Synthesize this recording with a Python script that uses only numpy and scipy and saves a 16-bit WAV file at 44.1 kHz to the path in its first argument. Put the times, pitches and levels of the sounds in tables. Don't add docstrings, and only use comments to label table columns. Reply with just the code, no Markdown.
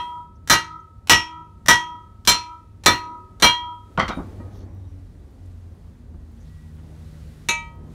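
import sys
import numpy as np
from scipy import signal
from scipy.fft import rfft, irfft, next_fast_len
from scipy.io import wavfile
from scipy.ndimage import uniform_filter1d, minimum_filter1d, map_coordinates

SR = 44100
rng = np.random.default_rng(int(sys.argv[2]) if len(sys.argv) > 2 else 0)


def rack_gain(trim_db):
    fader = np.asarray(trim_db, float)
    return 10 ** (fader / 20)


def transcribe(u):
    v = np.clip(np.atleast_2d(u).T, -1, 1)
    q = np.round(v * 32767).astype(np.int16)
    wavfile.write(sys.argv[1], SR, q)


N = 350147
T = np.arange(N) / SR
PAD = SR // 5
WALL_WET_DB = -10

# (time [s], peak [dB], brightness [dB/octave], thud [dB], early leak [dB])
BLOWS = [
    (-.09, -17, -1.5, -13.5, -26),
    (0.498, -7, 0, 1.5, -24.5),
    (1.096, -4.5, 0, 3, -32.5),
    (1.6836, -5.5, 0, 0, -25),
    (2.274, -8, 1, -1.5, -30),
    (2.860, -3, -1, 4.5, -32.5),
    (3.423, -8, -1.5, 1, -26),
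]
LANDINGS = [(2.52, -0.2, -1.11, 0.07), (0.13, 0.5, 1.04, -1.7), (-1.28, 1.09, -1.77, 0.73),
            (-0.35, 1.19, -0.11, -0.9), (-0.35, -1.44, 0.09, 1.21), (0.19, 0.73, 1.88, 1.54),
            (-0.87, -1.87, -0.04, -0.95)]
# (length [s], loudest loose part [Hz], its level [dB], its t60 [s])
RATTLE = [(0.016, 8450, -56, 0.79), (0.03, 1700, -17.5, 0.15), (0.022, 5470, -21.5, 0.24),
          (0.019, 5939, -23, 0.16), (0.021, 5064, -25.5, 0.25), (0.012, 3540, -9, 0.12),
          (0.03, 2900, -23.5, 0.15)]
# (lift [s], landing [s], damping after landing [ratio])
HOPS = [(0.145, 0.29, 1.8), (.16, 0.266, 1.9), (0.169, 0.316, 1.57), (0.177, 0.258, 1.5), (.17, 0.259, 1.9),
        (.15, .29, 1.4), (0.161, 0.3, 1.43)]
GRIPS = [(0.91, 1.06, 0.23, 1.78), (-1.68, -1.76, 0.73, 0.58), (-0.9, 0.37, -2.59, -0.05),
         (1.58, -1.36, -0.2, -1.46), (-1.13, 1.36, 1.22, -1.16), (0.68, -0.5, 0.34, 1.15),
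         (0.54, 0.83, 0.26, -0.84)]
# (frequency [Hz], change [dB])
CONTACT = [
    [(3155, -8), (5668, -8)],
    [(1926, 1), (3239, 5), (5470, 3), (967.5, -2), (1266.5, 2), (4095, -2), (2357, 3), (3155, -2)],
    [(1926, 9), (3155, 4), (1325, 3), (2834, 5), (4095, 8), (5470, 3), (3239, 1.5), (9645, -8)],
    [(1926, 7), (3239, 3), (5668, 6), (5750, 8), (3123, 6), (5939, 6), (2834, 3), (3866, 4), (5470, 5)],
    [(1926, -5), (4095, 6), (3239, -3), (5668, -13), (7385, 9), (3123, 7), (2319, -3), (3866, -10),
     (5470, 3)],
    [(1926, -5), (3155, -14), (5668, -15), (4208, 2), (2357, 5), (3866, 11), (4095, -5), (2834, 5)],
    [(3239, 8), (2834, 4), (3155, 5), (5668, -14), (5939, 7), (5470, -6), (5750, 4), (4095, 3), (4208, -3)],
]


def hammer():
    out = np.zeros(N + PAD)
    for blow, landing, rattle, hop, grip, contact in zip(BLOWS, LANDINGS, RATTLE, HOPS, GRIPS, CONTACT):
        s, db, tilt_db, thud_db, leak_db = blow
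        answer_db = mode_answers(landing, grip, contact)
        crash = steel_crash(db, tilt_db, rattle[0], answer_db)
        add(out, s, crash)
        add(out, s, rack_gain(db + 2) * crack(t60=.008))
        add(out, s, drums(answer_db, rattle, hop))
        add(out, s, thud(thud_db))
        for lead, more_db in (1024, 0), (512, -3):
            fade = .4 + 1.6 * np.exp(-np.arange(lead) / SR / .004)
            add(out, s - lead / SR, rack_gain(leak_db + more_db) * crash[:lead] * fade)
    return out[PAD:]


# (frequency [Hz], twin gap [Hz], beat start [cycles])
DRUMS = [(156, .3, 0), (320, .3, 0), (934, .3, 0), (967.5, .8, 0), (1266.5, .3, 0), (1302, .3, 0),
         (1325, 4.25, -.25), (1652, 4, 0), (1926, 2.8, 0), (2009, .5, 0), (2319, 5, 0), (2357, .5, 0),
         (2593, 2, 0), (2834, 9.5, .3), (3123, .5, 0), (3155, 2.6, 0), (3239, .5, 0), (3866, 9, 0),
         (4095, 3.4, 0), (4208, 2, 0), (5064, 3, 0), (5470, 2, 0), (5668, 2, 0), (5750, 2, 0), (5939, 2, 0),
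         (6385, 2, 0), (7385, 2, 0), (7740, 2, 0), (372, 2, 0), (9645, 2, 0), (924, 1.7, 0), (1261, .3, 0),
         (1801, 2, 0), (3490, 4, 0)]
# (usual [dB], glance [dB/cm], toward [dB/cm], along [dB/cm], across [dB/cm])
LANDING_ANSWERS = [(-5, -3.5, 2, 0.2, -2.5), (0, -3.3, 1.5, 1.3, 0), (-2.5, -1.5, 1, -0.8, -0.1),
                   (0.37, -0.22, -0.8, 0, 0), (-0.3, -1.1, 0.4, 2, 0.6), (-3.5, 1.67, 1.9, -0.44, -2),
                   (-6.5, -1, -1.7, 0.2, 0.5), (-5, -3.5, 1.5, 1, -0.5), (-6, -1.5, 0, 4.3, -1),
                   (-6, 1, 0.5, -0.5, 1.45), (-1, -5.5, -2.2, 2.5, 2.1), (-7.5, -5.5, -2.4, -3, 4),
                   (-5.5, -2.5, 0.5, -1.5, 2.06), (-4.5, -3, -0.85, 0.5, -3), (-2.5, -0.5, -5, 0, -1.5),
                   (-4, 1.6, -1, 2.84, 0.05), (-7, 0, -2.46, -2, 0), (-2.5, -3.5, 0.85, -1.64, 0),
                   (-2.5, 0, -1, 7, -4), (-11, -4, -3.0, 3.5, 1), (-5.4, -2, 0.7, -1.5, -1.4),
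                   (-7, -2.5, 2.5, 1.5, 4), (0.5, -3, -6, 1, 6), (0.0, -2.5, 0, 3, 1.6),
                   (-2, -5.5, 3, -1.5, 1.6), (-5.5, -5, 1.6, 1.56, 0.5), (-3.5, -2, 2.3, -2, 1),
                   (-4, -5.5, 3, 0.5, 4.5), (-2.5, 0.63, 2, 2.5, 0.2), (-7.5, -7, -3.5, -5.5, -0.4),
                   (-1.5, -1.5, 3.5, 0, -2), (4, -0.5, 1, 0.5, -0.5), (-8.5, -9, -1.5, 4, -4.5),
                   (-1.5, -2, 1, -1.5, -1.2)]
# (usual [dB], squeeze [dB/step], twist [dB/step], lean [dB/step], slide [dB/step])
GRIP_ANSWERS = [(-1.6, -0.3, -0.3, 0.0, -0.4), (-1.3, 0.5, 0.1, -0.3, 0.8), (-3.0, 0.1, -0.3, 0.7, 1.1),
                (-0.0, 2.9, 0.8, -0.4, -0.5), (0.1, 0.3, -0.8, 0.7, -0.6), (-1.2, -0.1, -0.4, 0.7, -0.4),
                (-1.0, -2.5, -1.2, 0.2, -0.2), (0.0, -1.4, -1.4, -0.7, -0.5), (1.1, 0.9, 0.1, -1.9, 0.3),
                (3.9, 0.2, -1.6, -0.3, 0.3), (-2.2, -0.6, -0.2, -0.2, 0.7), (-1.2, 0.5, 1.4, 0.5, -0.3),
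                (-2.7, 1.3, -0.3, 0.7, 0.6), (-1.1, -1.7, 1.5, -0.4, 0.9), (2.0, 0.2, 0.5, -0.2, -1.2),
                (1.9, 0.3, 0.6, -0.2, -0.3), (-0.0, 2.3, -0.8, -2.3, -0.5), (0.6, 1.6, 0.0, -0.7, 2.4),
                (0.1, -1.1, 2.8, -0.3, -1.0), (-0.5, -0.9, 0.6, -0.7, -1.1), (-0.7, -0.5, 0.0, -0.8, -0.1),
                (-5.6, -2.6, -0.8, -2.4, 0.2), (-2.6, -0.8, -1.6, -0.6, -2.6), (2.4, 0.2, 1.4, -0.5, -0.7),
                (0.5, 0.1, -1.5, -0.3, -1.4), (-3.8, -0.0, -2.1, 0.8, -1.2), (1.4, -0.2, -1.3, 1.0, -3.7),
                (1.1, -1.0, -0.6, 0.2, -1.6), (-3.3, -0.0, 0.2, -0.7, 0.2), (-5.2, -0.1, 0.2, -0.9, -0.7),
                (0.0, -0.4, 0.7, -0.1, -0.6), (0.9, 0.6, -0.9, -0.2, 1.1), (-0.2, -1.9, -0.9, 1.0, -1.2),
                (1.0, -0.2, 0.2, -0.5, 3.1)]


def mode_answers(landing, grip, contact):
    answer_db = np.dot(LANDING_ANSWERS, (1, *landing)) + np.dot(GRIP_ANSWERS, (1, *grip))
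    return answer_db + [dict(contact).get(hz, 0) for hz, *_ in DRUMS]


# (level [dB], t60 [s])
DRUM_RING = [(-37, 0.51), (-32.5, 0.5), (-48, 3.1), (-17.5, 0.63), (-32.5, 0.99), (-38.5, 1.9),
             (-23.5, 0.78), (-24, 0.045), (-12, 0.33), (-40.5, 0.55), (-14.5, 0.23), (-36, 0.45),
             (-25.5, 0.48), (-13, 0.22), (-36, 0.16), (-17.5, 0.35), (-21.5, 0.44), (-27.5, 0.16),
             (-17, 0.22), (-14, 0.3), (-23.5, 0.14), (-19, 0.25), (-24, 0.31), (-22.5, 0.066), (-23, 0.084),
             (-29.5, 0.43), (-27.5, 0.12), (-33, 0.11), (-37, 1.1), (-30.5, 0.19), (-18.5, 0.36),
             (-19.5, .25), (-30, 0.14), (-28, 0.085)]


def drums(answer_db, rattle, hop):
    hold, part_hz, part_db, part_t60 = rattle
    modes = [(part_hz, part_db, part_t60, 7, 0)]
    for (hz, gap, start), (level_db, t60), more_db in zip(DRUMS, DRUM_RING, answer_db):
        modes.append((hz, level_db + more_db, t60, gap, start))
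    jolt_s, jolt_t60 = .56, .2
    jolt = rack_gain(-60 * np.maximum(np.arange(SR) / SR - jolt_s, 0) / jolt_t60)
    x = rack_gain(-1.5) * ring(modes, attack=0.0063, hold=.6 * hold, hop=hop)
    return jolt * walls(x, WALL_WET_DB)


# (frequency [Hz], density [dB/Hz])
CRASH = [(24, -45.5), (40, -5.5), (578, -11.5), (1290, -6.5), (1750, -9.5), (1940, -7.5), (2140, -12),
         (4130, -10.5), (4800, -19), (5730, -6.5), (7010, -18.5), (15300, -25), (16500, -42.5)]
COLOUR_HZ = [1926, 2834, 3155, 4095, 5668]


def steel_crash(db, tilt_db, hold, answer_db):
    woken = [(hz, more_db) for (hz, *_), more_db in zip(DRUMS, answer_db) if hz in COLOUR_HZ]
    crash = rack_gain(db - 5.5) * burst(CRASH, tilt_db, scale=0.89, hold=hold, lumpy_db=4.5)
    crash = filtered(crash, lambda hz: rack_gain(0.21 * along([(1200, 0), *woken, (9000, 0)], hz)))
    snap = rack_gain(db) * crack(t60=0.091)
    crash[:len(snap)] += snap
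    return crash * roughness(len(crash), 50, 1.9)


def thud(db):
    t = np.arange(SR // 4) / SR
    push = np.cumsum(rng.standard_normal(len(t))) * t / .03 * np.exp(-t / 0.024)
    return rack_gain(db - 34.0) * unit(filtered(push, lambda hz: (hz / (hz + 30)) ** 2 * (hz > 28)))


def crack(t60, top_hz=9000):
    t = np.arange(600) / SR
    snap = filtered(rng.standard_normal(600), lambda hz: hz / (hz + 2000) / (1 + (hz / top_hz) ** 4.7))
    return snap * rack_gain(-60 * t / t60)


# (time [s], peak [dB], brightness [dB/octave], t60 scale [ratio], crack [dB])
DROPS = [(3.976, -13.5, 0.5, 0.6, -2), (3.986, -21, 1, 0.44, -20), (3.996, -16, 5.5, 0.88, 11),
         (4.021, -22.5, -4, 0.55, -20), (4.080, -26, 11, 0.25, 10), (4.09, -23.5, -1.5, 0.39, -30),
         (4.103, -23, 4, 0.67, -12), (4.122, -30, 1, 0.5, -14), (4.172, -21, -7, .5, -30),
         (4.189, -24.5, -8, .9, -31), (4.331, -35, -10, 0.33, -12.5), (4.398, -34.5, -7.5, 0.23, -10),
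         (4.64, -41, -9, .5, -29.5), (6.142, -43.5, -8, 0.2, -8.5), (6.785, -56.5, 8, 0.2, -4.5)]
# (frequency [Hz], density [dB/Hz])
GROUND = [(29, -43), (50, -5), (252, 12), (461, -16), (532, -0.5), (783, -2), (1470, 2.5), (1700, -20.5),
          (2010, -8.5), (2620, -25.5), (3180, -17.5), (3410, -25.5), (5810, -39), (16000, -85.5)]


def dropped_hammer():
    out = np.zeros(N + PAD)
    for s, db, tilt_db, scale, crack_db in DROPS:
        add(out, s, rack_gain(db + crack_db - 1.5) * crack(t60=0.00635, top_hz=5270))
        add(out, s, rack_gain(db - 4.0) * burst(GROUND, tilt_db, scale=scale, hold=0.013, lumpy_db=-1.0))
    return out[PAD:]


# (frequency [Hz], level [dB], t60 [s])
HEAD = [(1147, -1, 0.2), (1450, -3, 0.17), (2005, 5.5, 0.15), (2380, -21, .15), (5850, -13, .05),
        (7300, -32.5, 0.1), (807, -16.5, .2), (529, 0, .25)]
# (frequency [Hz], level [dB], t60 [s])
HEAD_HIGH = [(3150, -4, .3), (4360, -10, .26)]


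def hammer_head():
    out = np.zeros(N + PAD)
    start_s, bounce_s = 3.990, 4.082
    stop = rack_gain(-60 * np.maximum(np.arange(SR) / SR - (bounce_s - start_s), 0) / .03)
    grind = roughness(SR, 130, 6) * rack_gain(-4)
    head = ring([(*mode, 4, 0) for mode in HEAD + HEAD_HIGH], attack=0.0031, hold=0.013)
    add(out, start_s, stop * walls(rack_gain(-25.5) * grind * head, wet_db=-10.5))
    bounce = ring([(3750, -0.5, 0.17, 45, 0), (2320, 0, 0.098, 30, 0)], attack=0.0031, hold=0.021)
    add(out, bounce_s, walls(rack_gain(-46) * grind * bounce, wet_db=6.0))
    return out[PAD:]


# (time [s], level [dB])
TOUCHES = [
    (4.399, -50.5),
    (6.786, -68),
]
# (frequency [Hz], level [dB], t60 [s])
TOUCH = [(940, 1.5, 0.091), (1253, -3, 0.61), (1904, -5, 0.091), (2377, -16, .11)]


def touched_drum():
    out = np.zeros(N + PAD)
    for s, db in TOUCHES:
        add(out, s, rack_gain(db) * ring([(*mode, .1, 0) for mode in TOUCH], attack=0.0011, hold=0.019))
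    return out[PAD:]


CLINK_S = 7.487
CLINK_HZ = [630, 936, 1267, 1927, 2319, 2599, 2825, 2885, 3149, 3590, 3795, 3880, 4225, 4970, 5750, 6030,
            6530, 6900, 7187, 8226, 9851, 11400]
# (level [dB], t60 [s])
CLINK_RING = [(-33, 0.35), (-18, 0.54), (-23, 0.64), (-21, 0.41), (-11.5, 0.27), (-14.5, 0.19), (-20, 0.15),
              (-32, 0.3), (-34, 0.45), (-34, 0.23), (-14.5, 0.19), (-22, .12), (-18.5, 0.2), (-45, 0.35),
              (-19, .07), (-36, .15), (-18, 0.17), (-36, .2), (-26, .1), (-35, 0.26), (-26, 0.18),
              (-27, .073)]
# (frequency [Hz], density [dB/Hz])
CLINK_CRASH = [(88, -50.5), (150, -10.5), (420, -8), (930, -21), (1290, -20), (1540, -18), (2310, -12),
               (2980, -22), (3830, -10.5), (4840, -34), (6470, -7.5), (8830, -37), (15500, -33.5)]


def yoke_clink():
    out = np.zeros(N + PAD)
    modes = []
    for hz, (db, t60) in zip(CLINK_HZ, CLINK_RING):
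        gap = (hz > 3400) * hz / 6000 * rng.random()
        modes.append((hz, db, t60, gap, 0))
    add(out, CLINK_S, walls(rack_gain(-6.0) * ring(modes, attack=0.001), WALL_WET_DB))
    add(out, CLINK_S, rack_gain(-21.0) * burst(CLINK_CRASH, 0, scale=0.8, hold=0.0028, lumpy_db=4.0))
    add(out, CLINK_S, rack_gain(-13) * crack(t60=0.04))
    return out[PAD:]


# (time [s], length [s], centre [Hz], width [Hz], level [dB])
SCRAPES = [(4.49, .17, 5800, 1100, -66), (4.49, .17, 3500, 800, -68), (4.52, .1, 12000, 4000, -72),
           (4.53, .15, 4450, 150, -71), (4.64, .2, 5800, 160, -79), (4.82, .15, 5850, 250, -77),
           (4.72, .22, 3750, 130, -78), (6.44, .07, 4000, 1500, -68), (6.38, .08, 6300, 900, -71),
           (5.45, .02, 8000, 3500, -68), (.795, .025, 6300, 700, -72), (.35, .025, 5800, 800, -72)]


def scrapes():
    out = np.zeros(N + PAD)
    n = SR // 4
    for s, length, centre_hz, width_hz, db in SCRAPES:
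        grit = rng.standard_normal(n) * np.exp(rng.standard_normal(n))
        band = unit(filtered(grit, lambda hz: np.exp(-((hz - centre_hz) / width_hz) ** 2)))
        add(out, s, rack_gain(db) * band * np.sin(np.pi * np.clip(np.arange(n) / SR / length, 0, 1)))
    return out[PAD:]


UPPER_RECOVER_S = 0.94
# (time [s], rustle [dB])
MOVING = [(0, -51.5), (.3, -66.5), (3.8, -62), (4.16, -54), (4.7, -69.5), (5.9, -67.5), (6.08, -71),
          (6.5, -64), (6.8, -64.5), (7.05, -61), (7.45, -61), (7.78, -68.5), (7.9, -64), (7.94, -59)]
# (frequency [Hz], density [dB/Hz])
RUSTLE = [(710, -33), (1200, -5.5), (1310, -5), (1840, -7.5), (1940, -3), (2050, -9.5), (2750, -10.5),
          (3900, -10.5), (4910, -13), (9040, -16), (14900, -23.5), (16300, -30.5)]


def clothes():
    rustle_db, = curves(MOVING)
    level_db = rustle_db + 0.97 * duck(UPPER_RECOVER_S) + .5 * wobble(4)
    return rack_gain(level_db) * rush(RUSTLE, patchy_db=.6)


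# (time [s], firing rate [Hz], level [dB])
ENGINE = [
    (0, 102.7, -48),
    (3, 100.1, -43),
    (4.05, 98.04, -40),
    (5.0, 93.7, -36.5),
    (5.24, 87.97, -52),
    (5.45, 90.54, -37.5),
    (5.93, 81.24, -44),
    (6.43, 76.82, -44.5),
    (7.3, 76.43, -42),
    (7.94, 73.4, -46),
]


def engine():
    firing_hz, first_db = curves(ENGINE)
    third_db = first_db - 23 + 0.56 * (100 - firing_hz)
    turn = 2 * np.pi * np.cumsum(firing_hz * (1 + 0.0074 * wobble(6.4))) / SR
    first = rack_gain(first_db + 2 * wobble(8)) * np.sin(turn)
    return first + rack_gain(third_db + 3 * wobble(8)) * np.sin(3 * turn)


# (start [s], end [s], frequency [Hz], level [dB], unsteadiness [dB])
TONES = [
    (6.42, 8.2, 154, -44, 1),
    (0, 1, 154, -52, 3),
    (1.3, 2.1, 154, -51, 3),
    (4.9, 8.2, 46, -48, 2),
    (0, 4, 75, -49, 3),
    (6.49, 6.61, 1928, -63, 3),
    (6.57, 6.72, 1928, -68, 3),
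    (4.14, 4.19, 9600, -58, 1),
    (7.05, 7.2, 570, -61, 2),
]


def hums():
    out = np.zeros(N)
    for t0, t1, hz, db, loose_db in TONES:
        gate = np.clip((T - t0) / 0.04, 0, 1) * np.clip((t1 - T) / 0.019, 0, 1)
        phase = 2 * np.pi * hz * T + .4 * wobble(11) + hz / 3000 * wobble(30)
        out += gate * rack_gain(db + loose_db * wobble(7)) * np.sin(phase)
    return out


# (time [s], swell [dB])
TRAFFIC_NEAR = [(0, 3), (1.4, -0.5), (2, -0.5), (2.7, -1.5), (3.1, 7.5), (3.8, 2), (4.15, 14), (4.55, 4.5),
                (5.15, -3), (6.1, -3.5), (7.1, -2), (7.94, 4.5)]
# (frequency [Hz], density [dB/Hz])
RUMBLE = [(12, -48.5), (20, -12), (32, -5.5), (86, 2), (101, -2.5), (123, -10), (198, -14), (250, -13.5),
          (320, -43.5), (550, -120)]
# (frequency [Hz], density [dB/Hz])
TRAFFIC = [(110, -36), (180, -8.5), (242, -9.5), (305, -9.5), (653, -20), (1180, -27.5), (1290, -34),
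           (1570, -33.5), (2500, -41.5), (3250, -77), (5500, -120)]


def yard():
    swell_db, = curves(TRAFFIC_NEAR)
    bass = rack_gain(-42.5 + 0.44 * swell_db + 1.4 * wobble(8.3)) * rush(RUMBLE, patchy_db=0.5)
    bass = bass + engine() + hums()
    mid_db = -52.5 + swell_db + 0.94 * duck(UPPER_RECOVER_S) + 1.5 * wobble(4.5)
    return rack_gain(.9 * duck(recover_s=0.56)) * bass + rack_gain(mid_db) * rush(TRAFFIC, patchy_db=1.0)


def ticks():
    out = np.zeros(N + PAD)
    first_s, every_s, tock_after_s = 3.7436, 1.0037, .566
    for k in range(5):
        for after, db in (0, -54), (tock_after_s, -59):
            click = rack_gain(db + 3) * rng.standard_normal(60) * np.hanning(60)
            add(out, min(first_s + k * every_s + after, N / SR), click)
    ducked = out[PAD:] * rack_gain(duck(UPPER_RECOVER_S))
    return filtered(ducked, lambda hz: np.clip((hz - 11500) / 2500, 0, 1))


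def duck(recover_s):
    loud = [(row[0], -8.5) for row in BLOWS] + [(CLINK_S, -2)]
    dips = [db * (T > s) * np.exp(-(np.abs(T - s) / recover_s) ** 5.1) for s, db in loud]
    return np.min(dips, axis=0)


def walls(x, wet_db):
    tail = burst([(900, -44.0), (1700, 7.0), (16000, -5.0)], 0, scale=0.77, hold=0.0065)
    echo = signal.fftconvolve(x, np.pad(tail, (300, 0)) / np.linalg.norm(tail))
    return x + rack_gain(wet_db) * echo[:len(x)]


# (frequency [Hz], t60 [s])
YARD_T60 = [(60, 0.12), (300, 0.095), (1000, 0.23), (3000, 0.23), (6000, 0.2), (10000, 0.17),
            (16000, 0.063)]


def burst(spectrum, tilt_db, scale, hold, lumpy_db=0):
    hz, t, z = signal.stft(rng.standard_normal(SR // 2), SR, nperseg=256)
    lumps = (hz > 1400) * np.minimum(1, (6000 / (hz + 1)) ** 2) * rng.standard_normal(len(hz))
    colour_db = along(spectrum, hz) + tilt_db * np.log2(hz / 2000 + 0.043) + lumpy_db * lumps
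    fade_db = -60 * np.maximum(t - hold, 0) / (scale * along(YARD_T60, hz))[:, None]
    fade = rack_gain(fade_db) + rack_gain(.44 * fade_db - 21.5)
    x = signal.istft(z * rack_gain(colour_db[:, None]) * fade, SR, nperseg=256)[1]
    x = x * np.minimum(np.arange(len(x)) / 12, 1)
    return x / np.sqrt(np.mean(x[:500] ** 2))


def ring(modes, attack, hold=0, hop=None):
    t = np.arange(SR) / SR
    free = rim = np.maximum(t - hold, 0)
    if hop:
        lift, landing, choke = hop
        flight = np.clip(t - lift, 0, landing - lift)
        rim = free - (1 - 0.033) * flight + (choke - 1) * np.maximum(t - landing, 0)
    x = np.zeros(SR)
    for hz, db, t60, gap, start in modes:
        age = rim if hz < 1400 else free
        beat = np.cos(np.pi * (gap * t + start))
        x += rack_gain(db - 60 * age / t60) * beat * np.sin(2 * np.pi * (hz * t + rng.random()))
    return x * (1 - np.exp(-t / attack))


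def rush(spectrum, patchy_db):
    z = signal.stft(rng.standard_normal(N), nperseg=512)[2]
    field = uniform_filter1d(uniform_filter1d(rng.standard_normal(z.shape), 6, 0), 14, 1)
    x = signal.istft(z * rack_gain(patchy_db * unit(field)), nperseg=512)[1][:N]
    return unit(filtered(x, lambda hz: rack_gain(along(spectrum, hz))))


def roughness(n, step, depth_db):
    knots = rng.standard_normal(500)
    return rack_gain(depth_db * np.interp(np.arange(n) / step, np.arange(500), knots))


def wobble(rate):
    return map_coordinates(rng.standard_normal(int(N * 40 / SR) + 4), [T * rate])


def curves(rows):
    s, *cols = np.transpose(rows)
    return [np.interp(T, s, c) for c in cols]


def along(points, hz):
    f, v = np.transpose(points)
    return np.interp(np.log(hz + 1), np.log(f + 1), v)


def filtered(x, response):
    m = next_fast_len(len(x) + 8192)
    return irfft(rfft(x, m) * response(np.fft.rfftfreq(m, 1 / SR)), m)[:len(x)]


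def unit(x):
    return x / np.sqrt(np.mean(x ** 2) + 1e-20)


def add(track, s, sound):
    i = round(s * SR) + PAD
    track[i:i + len(sound)] += sound[:len(track) - i]


def scene():
    handling = dropped_hammer() + hammer_head() + touched_drum() + yoke_clink() + scrapes()
    return (hammer() + handling + clothes() + yard() + ticks())[None]


def band_limit(x):
    return signal.sosfilt(signal.butter(12, 16800, fs=SR, output="sos"), x)


def record(dry):
    need = np.minimum(1, 1.2 / (np.abs(dry[0]) + 1e-9))
    x = dry[0] * uniform_filter1d(minimum_filter1d(need, size=301), size=151)
    x = x / (1 + np.abs(x / 1.06) ** 6) ** (1 / 6)
    x = filtered(x, lambda hz: np.interp(hz, [22, 40, 15700, 15900, 16800, 16900], [.1, 1, 1, .05, .03, 0]))
    return band_limit(x[None])


dry = scene()
out = record(dry)
transcribe(out)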